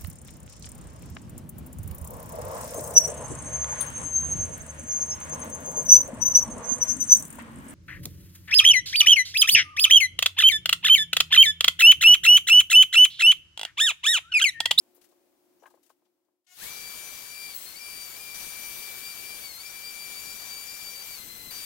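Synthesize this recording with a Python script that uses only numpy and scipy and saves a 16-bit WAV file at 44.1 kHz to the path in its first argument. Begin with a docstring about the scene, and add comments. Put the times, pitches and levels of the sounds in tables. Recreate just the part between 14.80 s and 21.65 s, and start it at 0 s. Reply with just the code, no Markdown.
"""Home woodshop, six times too fast

A stereo microphone in the humming room, the work off to its left. A router is set down on plywood with
knocks and scuffs. The room tone fades; the motor buzzes on the mains, spins up and whines through six
passes joined by hard cuts. Speeding up without a filter folds what lies above the sampling rate back
down as hiss and a mirrored tone. Times and pitches are as heard."""
import sys
import numpy as np
from scipy import signal
from scipy.fft import rfft, irfft, next_fast_len
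from scipy.io import wavfile
from scipy.ndimage import uniform_filter1d, map_coordinates

SR = 44100
rng = np.random.default_rng(int(sys.argv[2]) if len(sys.argv) > 2 else 0)


def persist_wave(psi):
    """Save psi, clipped to +-1, as 16-bit WAV."""
    counts = np.round(np.clip(psi, -1, 1) * 32767).astype(np.int16)
    wavfile.write(sys.argv[1], SR, np.atleast_2d(counts).T)


N = 302066
CRUISE_HZ, BOGGED_HZ = 2335, 2050  # shaft running free, fully loaded
SPIN_S, WAKE_S = 1.78, 0.27  # start of the spin-up, time the upper orders take to come in

# Router passes: start t/s, low and high band over the middle/dB, [hiss level/dB at even steps]
PASSES = [(1.872, -4, 0, [-56, -55.5, -55.5, -57, -54]), (2.858, -4, 1, [-56, -57.5, -55, -57, -56]),
          (3.545, -4.5, 0, [-52.5, -54, -53.5, -55.5, -54, -56.5, -55.5, -54]),
          (5.345, -4, 1, [-55, -55, -55.5, -56, -54.5]), (6.392, -5, 0.5, [-55.5, -58, -58]),
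          (6.708, -5, .5, [-53.5, -54])]
# Squeal of the bit, shared by two bursts of chatter: f/Hz, width/Hz, level/dB
SQUEAL = [(8000, 300, -53.5), (11750, 400, -53), (15700, 150, -43)]


def whine():
    """The spinning motor's tones, whose levels shift with load and drift as the router travels."""
    # Shaft orders 1 and 2: t/s, level/dB of each
    low_orders = [(1.8, -54, -68), (1.83, -46.5, -66), (1.848, -67, -62), (1.865, -50, -60),
                  (1.89, -47.5, -56.5), (2.07, -48.5, -49), (2.3, -49.5, -58), (2.47, -53, -52.5),
                  (2.56, -49, -48.5), (2.66, -48.5, -46), (2.75, -51, -47), (2.78, -53, -51),
                  (2.856, -55, -58), (2.86, -51.5, -46), (3.06, -48, -48), (3.15, -52, -49),
                  (3.25, -51, -46), (3.35, -47.5, -50), (3.44, -48, -52), (3.544, -49.5, -52),
                  (3.548, -50.5, -50), (3.75, -47, -47.5), (4.04, -47.5, -43), (4.14, -44, -50),
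                  (4.24, -48, -41.5), (4.43, -47.5, -45.5), (4.9, -49, -43), (5.3, -48.5, -38.5),
                  (5.5, -50, -40.5), (5.7, -48.5, -39), (5.85, -50, -42.5), (6.1, -52, -38.5),
                  (6.3, -50.5, -45), (6.37, -50, -40.5), (6.39, -56, -41), (6.395, -46, -46.5),
                  (6.708, -45.5, -46), (6.709, -53.5, -46), (6.85, -52, -44)]
    # Even steps through each pass: level/dB of orders 3 to 6 and of the slot tone
    pass_tones = [
        [(-64, -56, -68, -66, -52), (-54, -52.5, -63, -58, -55), (-58.5, -55.5, -60, -61, -51),
         (-61, -52.5, -56.5, -68, -58), (-64, -50.5, -64, -66, -64)],
        [(-69, -55, -64, -63, -59), (-68, -53, -69, -61, -58), (-51, -54, -64, -56, -55),
         (-61, -52, -55, -62, -60)],
        [(-65, -51.5, -55, -62, -49), (-61, -50, -62, -49, -52), (-61, -51.5, -66, -52, -54),
         (-62, -51.5, -70, -57, -56), (-62, -54, -68, -58, -54), (-60, -54, -71, -65, -58),
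         (-52.5, -49, -67, -71, -55)],
        [(-54, -52, -70, -66, -56), (-54.5, -56, -62, -63, -52), (-55, -53, -65, -62, -52),
         (-63, -58, -69, -63, -53)],
        [(-62, -54, -67, -61, -60), (-60, -59, -67, -62, -60), (-59, -58, -66, -62, -61)],
        [(-70, -63, -66, -54, -51), (-66, -58, -65, -61, -48), (-58, -47, -62, -63, -57)],
    ]
    # Orders 1 to 6 and slot tone: change at full load/dB
    load_db = [-11.5, -4, -4, -2, -6, 8, -10]
    # The same seven tones: slow drift/dB
    wander_db = [0.56, 0.59, 1.7, 1.2, 2, 1.5, 1.1]
    speed_hz, load, roughness = shaft()
    shaft_hz = speed_hz + 1.2 * wobble(60)
    levels = zip([*curves(low_orders), *by_pass(pass_tones)], load_db, wander_db)
    *order_db, slot_db = [db + change * load ** 0.85 + drift * wobble(9) for db, change, drift in levels]
    out = shaft_orders(speed_hz, shaft_hz, order_db, roughness)
    out += slot_tone(shaft_hz, slot_db) + whistle(speed_hz, shaft_hz)
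    return out * during(SPIN_S, 9, edge=0.054)


def shaft():
    """Speed in Hz with its spin-up, the load (0-1) its sag shows, and roughness (0-1) of its tones."""
    # The shaft sags under load, hunts and jumps at the cuts: t/s, f/Hz
    speed = [(1.95, 2340), (2.116, 2328), (2.403, 2334), (2.461, 2317), (2.54, 2351), (2.664, 2363),
             (2.72, 2310), (2.766, 2075), (2.856, 2056), (2.859, 2136), (2.94, 2132), (2.985, 2325),
             (3.013, 2365), (3.152, 2334), (3.251, 2335), (3.329, 2256), (3.402, 2407), (3.544, 2338),
             (3.925, 2336), (3.959, 2329), (4.066, 2348), (4.177, 2313), (4.281, 2366), (4.4, 2306),
             (4.441, 2346), (4.522, 2361), (4.6, 2327), (4.667, 2254), (4.748, 2080), (4.775, 2123),
             (4.824, 2317), (4.862, 2367), (4.914, 2331), (4.963, 2345), (5.007, 2333), (5.068, 2365),
             (5.158, 2331), (5.21, 2354), (5.28, 2337), (5.317, 2346), (5.37, 2308), (5.419, 2341),
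             (5.518, 2356), (5.608, 2326), (5.669, 2342), (5.75, 2315), (5.84, 2328), (5.901, 2369),
             (5.973, 2344), (6.02, 2357), (6.069, 2315), (6.127, 2348), (6.191, 2307), (6.255, 2349),
             (6.3, 2336), (6.352, 2285), (6.397, 2050), (6.429, 2075), (6.45, 2050), (6.557, 2054),
             (6.621, 2030), (6.673, 2052), (6.7085, 2021), (6.709, 2322), (6.78, 2332), (6.85, 2322)]
    run_hz = curves(speed)[0]
    since = np.maximum(np.arange(N) / SR - SPIN_S, 0)
    lag_hz = 1135 * np.exp(-(since / .058) ** 2)
    load = np.clip((CRUISE_HZ - run_hz) / (CRUISE_HZ - BOGGED_HZ), 0, 1)
    glide = np.clip(abs(np.gradient(run_hz)) * SR / 2500, 0, 1)  # full at 2500 Hz/s
    roughness = np.maximum(uniform_filter1d(glide, SR // 50), .55 * load)
    return run_hz - lag_hz, load, roughness


def shaft_orders(speed_hz, shaft_hz, order_db, roughness):
    """Six harmonics of the shaft; gliding, they cross the room's nulls and drop out in short gaps."""
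    # Each order at the microphone: left over right/dB, left lead/rad
    placement = [(12.5, 0.1), (7, 0.72), (19, .4), (12, 0.5), (10, .5), (11, .6)]
    # Colour of the first order: f over cruise/Hz, gain/dB
    colour = [(-61, 0), (-9, -1.5), (-1.5, 0), (24, 2.5), (70, -1.5)]
    # A reflection cancels the second order at a pitch that drifts as the router travels: t/s, f/Hz
    null = [(3.545, 4652), (5.2, 4678), (6.39, 4693)]
    # Each order: offset at full roughness/dB
    rough_db = [-0.5, 0, 2, -4, -3, -1]
    first, second, *upper = order_db
    first = first + np.interp(speed_hz - CRUISE_HZ, *np.transpose(colour))
    off_null = (2 * shaft_hz - curves(null)[0]) / 40  # in half widths
    notch_db = 10 * np.log10((off_null ** 2 + 0.046) / (off_null ** 2 + 1))
    second = second + during(null[0][0], null[-1][0]) * notch_db
    upper = [db - 16 * (1 - during(SPIN_S, 9, edge=WAKE_S)) for db in upper]
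    levels = [db + roughness * (offset + 4 - 10 * abs(wobble(70)))
              for db, offset in zip([first, second, *upper], rough_db)]
    return sum(tone((k + 1) * shaft_hz, db, *placement[k], flicker_db=1.27)
               for k, db in enumerate(levels))


def slot_tone(shaft_hz, db, slots=18, fold_hz=48000):
    """The motor's slot tone, mirrored at fold_hz: it sweeps down as the shaft speeds up."""
    # The housing favours some pitches of the folded tone: f/Hz, gain/dB
    housing = [(4800, -3), (5450, 1.5), (5950, 0), (6350, -3), (7200, 6), (8200, -2)]
    mirror_hz = fold_hz - slots * shaft_hz + 55 * wobble(400)
    gaps_db = 4 * abs(wobble(30))
    surge_db = 10 * during(0, SPIN_S + WAKE_S, edge=WAKE_S)
    db = db - gaps_db + along(housing, abs(mirror_hz)) + surge_db
    folded = tone(mirror_hz, db, 7, 1.1, flicker_db=2.5) * (mirror_hz < SR / 2)
    return walls(folded, t60=.07, wet_db=-3)


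def whistle(speed_hz, shaft_hz):
    """A thin whistle swinging nine times as far as the shaft, with a partner one shaft order higher."""
    # Course of the whistle: t/s, f at cruise/Hz, level/dB
    course = [(3.553, 12700, -70), (3.756, 12770, -65), (3.852, 13390, -65), (3.94, 13340, -54),
              (4.1, 13320, -53), (4.3, 13230, -59), (4.505, 13130, -57), (4.661, 13250, -58),
              (4.72, 13300, -70), (4.82, 13300, -68), (4.911, 13120, -59), (5.3, 13220, -57),
              (5.62, 13210, -65), (6.0, 13130, -61), (6.368, 13110, -58)]
    hz, db = curves(course)
    hz = hz + np.maximum(9 * (speed_hz - CRUISE_HZ), -650)
    lower = tone(hz + 30 * wobble(200), db + 1.5, 7, .9, flicker_db=2.2)
    upper = tone(hz + shaft_hz + 30 * wobble(200), db - 6, 7, .9, flicker_db=3)
    return (lower + upper) * during(course[0][0], course[-1][0], edge=0.03)


def hiss():
    """Fan air and chips: spiky, patchy noise in three overlapping bands, unrelated left and right."""
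    # Hiss spectrum: f/Hz, gain/dB
    spectrum = [(25, -1.5), (50, -2), (300, -2), (1000, -1.5), (2000, -1), (3500, 2), (5500, 2), (8000, 2),
                (11000, 2.5), (14000, 4.5), (15800, 2.5)]
    # Balance at the microphone: f/Hz, left over right/dB
    balance = [(60, 13.5), (150, 13), (380, 13), (950, 12.5), (2380, 10.5), (5980, 6.5), (15000, 6.5)]
    spiky = rng.standard_normal((2, N)) * amp(1.02 * wobble(1500) + 0.31 * wobble(12))
    frames = signal.stft(spiky, nperseg=512)[2]
    patches = uniform_filter1d(uniform_filter1d(rng.standard_normal(frames.shape[1:]), 6, 0), 10, 1)
    patchy = signal.istft(frames * amp(0.99 * patches / patches.std()), nperseg=512)[1][:, :N]
    noise = filtered(patchy, lambda hz: amp(along(spectrum, hz)) * sides(along(balance, hz)))
    low = filtered(noise, lambda hz: along([(1200, 1), (2600, 0)], hz))
    high = filtered(noise, lambda hz: along([(3900, 0), (9900, 1)], hz))
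    layers = low, noise - low - high, high
    bands = (300, 1200), (2600, 3900), (9900, 11400)
    out = sum(amp(db) * x / band_rms(noise, *band) for db, x, band in zip(hiss_levels(), layers, bands))
    return out * during(1.664, 9, edge=.005)


def hiss_levels():
    """Low, middle and high hiss in dB: it rises with the motor, surges, and dips under load."""
    # Hiss as the motor starts: t/s, low, middle and high level/dB
    start = [(1.666, -92, -75, -96), (1.69, -91, -75, -86), (1.72, -83, -71, -74), (1.75, -83, -68, -68),
             (1.78, -64.5, -58.5, -62.5), (1.81, -61.5, -54.5, -55), (1.84, -54, -50, -51),
             (1.872, -55.5, -54, -51)]
    since = np.arange(N) / SR - PASSES[0][0]
    _, load, _ = shaft()
    running_db = by_pass([[(db + low, db, db + high) for db in steps] for _, low, high, steps in PASSES])
    surge_db = 3.5 * np.exp(-abs(since) / 0.1)
    return np.where(since < 0, curves(start), running_db - 1.5 * load + surge_db)


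def coil_buzz(buzz_hz=362):
    """The field coils buzz on the mains at switch-on; odd harmonics are weaker."""
    # Buzz spectrum: f/Hz, level/dB
    spectrum = [(360, -100), (720, -82.5), (2180, -77), (3700, -87), (5070, -77.5), (6520, -73),
                (7600, -76), (9000, -93), (10600, -81), (12700, -87)]
    # Swell: t/s, gain/dB
    swell = [(1.664, -30), (1.67, -6), (1.7, 2), (1.73, 6.5), (1.76, -4), (1.8, -12)]
    swell_db = curves(swell)[0]
    out = np.zeros((2, N))
    for k in range(2, 36):
        db = along(spectrum, k * buzz_hz) - 3 * (k % 2) + swell_db
        out += tone(np.full(N, k * buzz_hz), db, 8.9, .3, flicker_db=5.0)
    return out * during(1.66, 1.8)


def bit_chatter():
    """The bit chatters and squeals in heavy cuts."""
    # Bursts: start t/s, end t/s, [(f/Hz, width/Hz, level/dB)]
    bursts = [(2.74, 2.795, SQUEAL), (2.812, 2.86, SQUEAL), (6.382, 6.706, [(200, 520, -58.5),
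              (5970, 150, -66), (8000, 460, -58.5), (11900, 160, -55.5), (13960, 150, -59),
              (15600, 300, -69)])]
    return sum(noise_lines(*burst) for burst in bursts)


def knocks(t60=0.044):
    """Short noisy blows ring the plywood; modes near each blow's own pitch are favoured."""
    # Blows on the panel: t/s, peak level/dB, favoured f/Hz
    blows = [(0.074, -69, 719), (0.172, -59.5, 635), (0.32, -60.5, 557), (0.434, -76, 525),
             (0.783, -71, 501), (0.819, -51, 538), (0.832, -47, 880), (0.856, -43, 1620),
             (0.871, -51, 1220), (0.902, -58, 864), (0.937, -50.5, 476), (0.969, -61, 565),
             (1.096, -50, 1030), (1.217, -68, 651), (1.259, -72, 888), (1.481, -73, 540)]
    # Plywood modes: f/Hz, width/Hz, gain/dB
    modes = [(457, 82, -1), (542, 75, 0.5), (647, 71, 0), (863, 95, 1), (1063, 75, -0.5), (1244, 49, -2),
             (1610, 110, -3.5), (2380, 300, -12.5), (3020, 380, -15)]
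    out, t = np.zeros((2, N)), np.arange(SR // 8) / SR
    for s, db, hz in blows:
        def plywood(f):
            return sum((-1) ** k * amp(gain - 8.1 * abs(np.log2(centre / hz)))
                       * 1j * f * width / (centre ** 2 - f ** 2 + 1j * f * width)
                       for k, (centre, width, gain) in enumerate(modes))
        noise = rng.standard_normal(len(t)) + .5 * rng.standard_normal((2, len(t)))
        blow = noise * amp(-60 * t / t60) * (1 - np.exp(-t / 0.0021))
        ring = filtered(blow, plywood) * sides(8.1)[:, None]
        at = round(s * SR)
        out[:, at:at + len(t)] += amp(db) * ring / abs(ring.mean(0)).max()
    return out


def scuffs(decay_s=0.016):
    """Hands, cord and base plate brushing: short gritty puffs."""
    # Contacts: t/s, level/dB, centre f/Hz, breadth/octaves
    contacts = [(0.0044, -62, 14400, 1.6), (0.146, -49.5, 13400, 0.26), (0.16, -54, 11000, 1.4),
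                (0.211, -48.5, 13000, 6.1), (0.239, -49, 12200, 4.4), (0.286, -57, 9860, 1.6),
                (0.311, -61, 4320, 1.5), (0.826, -58, 5960, 1.6), (0.862, -52, 12400, 2),
                (0.899, -57, 6950, 1.2), (0.9444, -63, 6090, 1.6), (1.028, -54, 8040, 1.6),
                (1.0494, -59, 13000, 1.6), (1.06, -55.5, 8680, 2.5), (1.093, -52.5, 7390, 3),
                (1.249, -68, 3700, 0.85), (1.445, -76, 7040, 1.6), (1.643, -73, 4380, 1.6)]
    out, t = np.zeros((2, N)), np.arange(SR // 8) / SR
    envelope = (1 - np.exp(-t / 0.0047)) * np.exp(-(t / decay_s) ** 1.05)
    for s, db, hz, breadth in contacts:
        noise = rng.standard_normal((2, len(t)))
        puff = filtered(noise, lambda f: np.exp(-.5 * (np.log2((f + 1) / hz) / breadth) ** 2) + 0.18)
        at = round(s * SR)
        out[:, at:at + len(t)] += amp(db - 7) * unit(puff * sides(14)[:, None]) * envelope
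    return out


def plate_squeak():
    """The base plate slips with a faint squeak."""
    # One slip: start t/s, end t/s, [(f/Hz, width/Hz, level/dB)]
    slip = (.795, 0.834, [(5870, 450, -74.5), (7000, 500, -80), (2980, 200, -87)])
    return noise_lines(*slip)


def room_tone():
    """Mains hum, a low drone partly shared by both channels, and diffuse air hiss, all fading out."""
    # Fade: t/s, hum and drone level/dB, air level/dB
    fade = [(0.0, -69.5, -75.5), (0.554, -71, -78), (0.786, -70, -77), (0.922, -70.5, -78.5),
            (1.122, -77.5, -84), (1.406, -82.5, -90), (1.524, -83.5, -92.5), (1.7, -97, -101)]
    # Hum lines: f/Hz, level/dB
    hum_lines = [(359, -73), (560, -84), (718, -90)]
    # Drone spectrum: f/Hz, gain/dB
    drone_colour = [(12, -60), (25, -27), (150, -19), (220, -9.5), (300, 1.5), (350, 2.5), (420, -9),
                    (560, -9), (700, -8.5), (1090, -16), (2500, -30.5), (5500, -120)]
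    # Air spectrum: f/Hz, gain/dB
    air_colour = [(710, -39), (1200, -11), (1570, -6), (2420, -3.5), (2840, -5), (3490, -5), (10500, -5.5),
                  (15800, -2.5)]
    hum_db, air_db = curves(fade)
    hum = sum(tone(hz + 2.5 * wobble(15), db, 4, 0, flicker_db=2.2) for hz, db in hum_lines)
    noise = rng.standard_normal(N) + 1.34 * rng.standard_normal((2, N))
    drone = filtered(noise, lambda hz: amp(along(drone_colour, hz)))
    air = filtered(rng.standard_normal((2, N)), lambda hz: amp(along(air_colour, hz)))
    out = amp(hum_db - hum_db[0] - 0.5) * hum
    out += amp(hum_db - 1.5) * unit(drone * sides(2.8)[:, None])
    out += amp(air_db + 2.5) * unit(air * sides(3.7)[:, None])
    return out * during(-1, 1.8, edge=.1)


def walls(x, t60, wet_db):
    """The walls add a short diffuse tail, which breaks gliding tones into uneven pieces."""
    t = np.arange(SR // 5) / SR
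    tail = rng.standard_normal((2, len(t))) * amp(-60 * t / t60)
    wet = signal.fftconvolve(x, tail / np.linalg.norm(tail, axis=1, keepdims=True), axes=1)[:, :N]
    return (x + amp(wet_db) * wet) / np.sqrt(1 + amp(2 * wet_db))


def noise_lines(start, end, modes):
    """Narrow bands of noise between two times, uneven in level and well to the left."""
    out = np.zeros((2, N))
    for hz, width, db in modes:
        noise = rng.standard_normal(N) + 0.52 * rng.standard_normal((2, N))
        line = filtered(noise, lambda f: 1 / (1 + (2 * (f - hz) / width) ** 2))
        out += amp(db) * unit(line * sides(15.0)[:, None])
    return out * during(start, end) * amp(1.5 * wobble(30))


def tone(hz, db, side_db, lead, flicker_db):
    """A gliding, flickering sine, side_db louder and lead radians earlier on the left."""
    phase = 2 * np.pi * np.cumsum(hz) / SR + rng.uniform(0, 2 * np.pi)
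    gain = sides(side_db)
    level = np.sqrt(2) * amp(db + flicker_db * np.array([wobble(45), wobble(45)]))
    return gain[:, None] / gain.mean() * level * np.sin(phase + np.array([[lead / 2], [-lead / 2]]))


def by_pass(points):
    """Curves through evenly spaced points in each pass, jumping at the cuts."""
    cuts = [row[0] for row in PASSES] + [N / SR]
    return curves([(s, *row) for k, rows in enumerate(points)
                   for s, row in zip(np.linspace(cuts[k], cuts[k + 1] - 1 / SR, len(rows)), rows)])


def curves(rows):
    """One value per sample for each column after the time."""
    times, *columns = np.transpose(rows)
    return np.array([np.interp(np.arange(N) / SR, times, column) for column in columns])


def along(points, hz):
    """Interpolates (f/Hz, value) points on a log axis."""
    freqs, values = np.transpose(points)
    return np.interp(np.log(hz + 1), np.log(freqs + 1), values)


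def during(start, end, edge=0.0075):
    """1 between two times, with ramps of edge seconds."""
    t = np.arange(N) / SR
    return np.clip(np.minimum(t - start, end - t) / edge, 0, 1)


def wobble(rate):
    """A smooth random curve, rate knots a second."""
    return map_coordinates(rng.standard_normal(int(N * rate / SR) + 4), [np.arange(N) * rate / SR])


def filtered(x, response):
    """x through a frequency response."""
    size = next_fast_len(x.shape[-1] + 8192)
    return irfft(rfft(x, size) * response(np.fft.rfftfreq(size, 1 / SR)), size)[..., :x.shape[-1]]


def band_rms(x, lo, hi):
    """Rms of the channel mean inside a band."""
    return np.std(filtered(x.mean(0), lambda hz: (hz > lo) & (hz < hi)))


def unit(x):
    """Scales the channel mean to rms 1."""
    return x / np.sqrt(np.mean(np.atleast_2d(x).mean(0) ** 2) + 1e-20)


def sides(db):
    """Left and right gains for a balance in dB."""
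    return amp(np.array([db / 2, -db / 2]))


def amp(db):
    return 10 ** (np.asarray(db) / 20)


def scene():
    """Router, room and handling as they reach the microphone."""
    router = coil_buzz() + bit_chatter() + whine() + hiss()
    return router + room_tone() + knocks() + scuffs() + plate_squeak()


def record(dry):
    """The recorder keeps nothing above its band limit."""
    top_hz = 15960
    return filtered(dry, lambda hz: np.sin(np.pi / 2 * np.clip((top_hz - hz) / 120, 0, 1)) ** 2)


dry = scene()
out = record(dry)
persist_wave(out)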